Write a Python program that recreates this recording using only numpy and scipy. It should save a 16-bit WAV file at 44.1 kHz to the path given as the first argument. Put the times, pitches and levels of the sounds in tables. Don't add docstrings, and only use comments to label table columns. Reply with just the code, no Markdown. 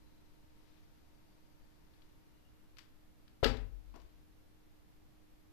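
import sys
import numpy as np
from scipy import signal
from scipy.fft import rfft, irfft, next_fast_len
from scipy.io import wavfile
from scipy.ndimage import uniform_filter1d

SR = 44100
rng = np.random.default_rng(int(sys.argv[2]) if len(sys.argv) > 2 else 0)


def store_pcm(level_fs):
    pcm = np.round(np.clip(level_fs, -1, 1) * 32767).astype(np.int16)
    wavfile.write(sys.argv[1], SR, np.atleast_2d(pcm).T)


N = 243431
TIME_S = np.arange(N) / SR
RING_S = TIME_S[:SR]

# (time [s], level [dB], contact corner [Hz])
PANE_CONTACTS = [(3.4292, -28, 1090), (3.4320, -22.5, 1000), (3.4436, -29, 4426), (3.4573, -31.5, 990),
                 (3.4717, -35.5, 850)]


def undb(db):
    return 10 ** (np.asarray(db) / 20)


def on_log_axis(points, hz):
    point_hz, value = np.transpose(points)
    return np.interp(np.log(np.maximum(hz, 1)), np.log(point_hz), value)


def colour(x, points):
    size = 2 * next_fast_len(len(x))
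    gain = undb(on_log_axis(points, np.fft.rfftfreq(size, 1 / SR)))
    cepstrum = irfft(np.log(gain))
    cepstrum[1:size // 2] *= 2
    cepstrum[size // 2 + 1:] = 0
    return irfft(rfft(x, size) * np.exp(rfft(cepstrum)))[:len(x)]


def edge(x, hz, kind, order=2):
    return signal.sosfilt(signal.butter(order, hz, kind, fs=SR, output="sos"), x)


def fade(t60_s):
    return np.exp(-np.log(1000) * RING_S / t60_s)


def swell(mid_s, half_s):
    return np.exp(-((TIME_S - mid_s) / half_s) ** 2)


def unit(x):
    return x / np.sqrt(np.sum(x ** 2))


def burst(x, db):
    return unit(x) * undb(db) * np.sqrt(SR / 100)


def add(track, at_s, x):
    start = int(at_s * SR)
    track[start:start + len(x)] += x[:N - start]


def velvet_noise(slot_samples=4):
    x = np.zeros(SR)
    starts = np.arange(0, SR - slot_samples, slot_samples)
    x[starts + rng.integers(0, slot_samples, len(starts))] = rng.choice([-1, 1], len(starts))
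    return x


def hiss(points):
    return colour(rng.standard_normal(N), points) * np.sqrt(SR / 2)


def walk(rate_hz):
    hold = int(SR / rate_hz)
    steps = np.repeat(rng.standard_normal(N // hold + 1), hold)
    smooth = uniform_filter1d(uniform_filter1d(steps, hold), hold)[:N]
    return smooth / smooth.std()


def mic_noise():
    # (frequency [Hz], density [dB/Hz])
    noise_floor = [(10, -77.5), (25, -81.5), (50, -83.5), (100, -87.5), (200, -94), (500, -101.5),
                   (1000, -106.8), (2000, -111.3), (4000, -115.6), (6000, -119.3), (8500, -122.2),
                   (11000, -120.0), (14000, -118.1)]
    return hiss(noise_floor)


def room_noise():
    # (frequency [Hz], density [dB/Hz])
    noise_floor = [(10, -77.5), (30, -83.5), (60, -90), (130, -97), (270, -95.5), (500, -103.8),
                   (1000, -108.1), (2000, -111.6), (4500, -115.3), (6500, -119.6), (8500, -122.8),
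                   (11000, -120), (14000, -117.3)]
    return hiss(noise_floor)


def room_reverb(x, build_s=0.014):
    # (frequency [Hz], t60 [s])
    bands = [(60, 0.98), (250, 0.52), (600, 0.42), (2000, 0.37), (4500, 0.25), (8000, 0.3), (14000, 0.2)]
    spectrum, hz = rfft(velvet_noise()), np.fft.rfftfreq(SR, 1 / SR)
    tail = 0
    for band_hz, t60_s in bands:
        share = on_log_axis([(point_hz, point_hz == band_hz) for point_hz, _ in bands], hz)
        tail = tail + irfft(spectrum * share, SR) * fade(t60_s)
    onset = 1 - np.exp(-(RING_S / build_s) ** 2)
    return signal.fftconvolve(x, unit(tail * onset))[:N]


def whistles(flutter_hz=45):
    # (middle [s], frequency [Hz], level [dB], half length [s])
    swells = [(.16, 4030, -82, .17), (1.4, 4610, -86, 0.42), (2.47, 2850, -82.5, 0.18)]
    out = 0
    for mid_s, hz, db, half_s in swells:
        flutter = edge(rng.standard_normal(N), flutter_hz, "low")
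        tone = np.sqrt(2) * np.sin(2 * np.pi * hz * TIME_S)
        out = out + undb(db) * swell(mid_s, half_s) * tone * flutter / flutter.std()
    return out


def fans(blade_hz=306.8, drift=.003, swing_mid_s=2.42, swing_length_s=.65):
    # (time [s], level [dB])
    hum_levels = [(0, -68.3), (1, -69), (2.6, -71.5), (5.52, -68.3)]
    # (frequency [Hz], relative density [dB/Hz])
    rush_spectrum = [(200, -112), (500, -108), (1000, -110), (2000, -112.5), (3000, -116), (4600, -114),
                     (6000, -118), (8500, -128), (14000, -135)]
    shut = np.clip(.5 + (TIME_S - swing_mid_s) / swing_length_s, 0, 1)
    hum_db = np.interp(TIME_S, *np.transpose(hum_levels)) + 0.35 * walk(8.3)
    third_db = -81 - 11 * shut + 0.3 * walk(2.6)
    rush_gain_db = -1 - 9.5 * shut
    phase = 2 * np.pi * np.cumsum(blade_hz * (1 + drift * walk(9))) / SR
    hum, third = np.sqrt(2) * np.sin(np.outer([1, 3], phase))
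    return undb(hum_db) * hum + undb(third_db) * third + undb(rush_gain_db) * hiss(rush_spectrum)


def hand_rubs(low_hz=900, high_hz=4800, uneven_db=2.0):
    # (middle [s], level [dB], half length [s])
    slides = [(.72, -73.5, 0.14), (1.99, -79, .08), (4.05, -75, .16)]
    friction = edge(rng.standard_normal(N), low_hz, "high", order=1)
    friction = edge(friction, high_hz, "low", order=3)
    pressure = sum(undb(db) * swell(mid_s, half_s) for mid_s, db, half_s in slides)
    return pressure * undb(uneven_db * walk(40)) * friction / friction.std()


def hand_knocks(t60_s=0.12):
    # (time [s], level [dB], contact corner [Hz])
    bumps = [(3.9410, -50.5, 2400), (3.9530, -51.5, 3000), (3.9600, -50, 2470), (3.9880, -55, 1187),
             (4.657, -70.5, 698)]
    # (frequency [Hz], gain [dB])
    hollow = [(60, 6.5), (180, -11), (270, 7.5), (400, 1.5), (560, -6.5), (680, -0.5), (860, -6.5),
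              (1030, 1), (1300, -9.5), (2500, -15.5), (5500, -13.5), (7000, -22)]
    out = np.zeros(N)
    for at_s, db, corner_hz in bumps:
        knock = colour(velvet_noise() * fade(t60_s), hollow)
        add(out, at_s, burst(edge(knock, corner_hz, "low"), db))
    return out


def ticks(t60_s=.034, low_hz=1300):
    # (time [s], level [dB], treble shelf [dB])
    contacts = [(1.937, -71.5, -17), (2.02, -65.5, -19), (2.7695, -59, -7), (2.7846, -51.5, 0.5),
                (2.7910, -55, -9), (3.2790, -64, -9), (3.4300, -47, -13), (3.4360, -35, -6),
                (3.4432, -24, -7.5), (3.4640, -37.5, -9.5), (3.5700, -52.5, -6.5), (3.959, -62.5, 7),
                (4.0, -68.5, -4), (4.017, -69, 3)]
    # (frequency [Hz], gain [dB])
    response = [(300, -6), (1300, 0), (1900, -1.5), (2600, -3.5), (3300, -3), (4700, -2), (5700, -5),
                (6500, -13), (7400, -10), (8500, -21), (11500, -20), (13500, -17), (15000, -15)]
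    rings, cracks = np.zeros(N), np.zeros(N)
    for at_s, db, treble_db in contacts:
        shelf = [(4700, 0.0093), (5700, treble_db)]
        for track, drive in ((rings, velvet_noise() * fade(t60_s)), (cracks, signal.unit_impulse(SR))):
            tick = colour(colour(drive, response), shelf)
            add(track, at_s, burst(edge(tick, low_hz, "high", order=3), db))
    return rings, cracks


def case_ring(build_cycles=5.0, offset_db=-12.5, db_per_octave=9, reference_hz=1000):
    # (frequency [Hz], relative resonance peak [dB], t60 [s])
    modes = [(233.4, 5.5, 0.34), (252.8, 4, 0.42), (284, -4, 0.32), (310, -6.5, 0.22), (367.6, -3, 0.24),
             (395, -19, 0.22), (427, -7, .27), (450.5, 0, 0.19), (470, -5.5, .27), (526, -1.5, 0.18),
             (574, -7.5, 0.16), (613.5, -11.5, 0.204), (747, -12.5, 0.252), (799, -6.5, 0.4), (871, -9, .3),
             (1186, -18, 0.35), (1287, -6.5, 0.17), (1326, -9, .2), (1674, -12, 0.24), (1986, -12.5, 0.18),
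             (2700, -12, 0.16), (2964, -10.5, .2), (3860, -26, 0.13), (4418, -17.5, 0.26)]
    ring = 0
    for k, (hz, db, t60_s) in enumerate(modes):
        amplitude = (-1) ** k * undb(db) / t60_s
        onset = 1 - np.exp(-RING_S * hz / build_cycles)
        ring = ring + amplitude * np.sin(2 * np.pi * hz * RING_S) * fade(t60_s) * onset
    out = np.zeros(N)
    for at_s, db, corner_hz in PANE_CONTACTS:
        ring_db = db + offset_db + db_per_octave * np.log2(corner_hz / reference_hz)
        add(out, at_s, burst(edge(ring, corner_hz, "low"), ring_db))
    return out


def pane_wobble(start_s=3.428):
    # (frequency [Hz], level [dB], t60 [s])
    modes = [(40.38, -33, 1.57), (47.76, -30.5, 1.45), (89, -52.5, .3), (99.7, -33.5, 0.71)]
    out = np.zeros(N)
    for k, (hz, db, t60_s) in enumerate(modes):
        amplitude = (-1) ** (k + 1) * undb(db)
        add(out, start_s, amplitude * np.sin(2 * np.pi * hz * RING_S) * fade(t60_s))
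    return out


def pane_blows(rattle_t60_s=0.064, push_db=-7):
    # (frequency [Hz], gain [dB])
    rattle_spectrum = [(30, 2.5), (70, -5.5), (115, 5), (170, -16), (260, -4), (460, 3), (610, -1),
                       (740, -12), (980, -5), (1100, -14.5), (1330, -6.5), (1600, -10.5), (2700, -12),
                       (4500, -3), (7000, -29)]
    pulse = edge(signal.unit_impulse(SR), 470, "low")
    push = undb(push_db) * unit(edge(pulse, 45, "high", order=1))
    out = np.zeros(N)
    for at_s, db, corner_hz in PANE_CONTACTS:
        rattle = unit(colour(velvet_noise() * fade(rattle_t60_s), rattle_spectrum))
        add(out, at_s, burst(edge(rattle + push, corner_hz, "low"), db))
    return out


def scene(crack_send_db=-7, thud_send_db=-10.5):
    thuds = pane_blows() + hand_knocks()
    tick_rings, cracks = ticks()
    reverb = room_reverb(undb(crack_send_db) * cracks + undb(thud_send_db) * thuds)
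    panel = thuds + tick_rings + case_ring() + pane_wobble() + reverb
    left = panel + hand_rubs() + fans() + whistles() + room_noise()
    return np.array([left, mic_noise()])


def record(dry, top_hz=14300):
    return signal.sosfilt(signal.ellip(10, .1, 70, top_hz, fs=SR, output="sos"), dry)


dry = scene()
out = record(dry)
store_pcm(out)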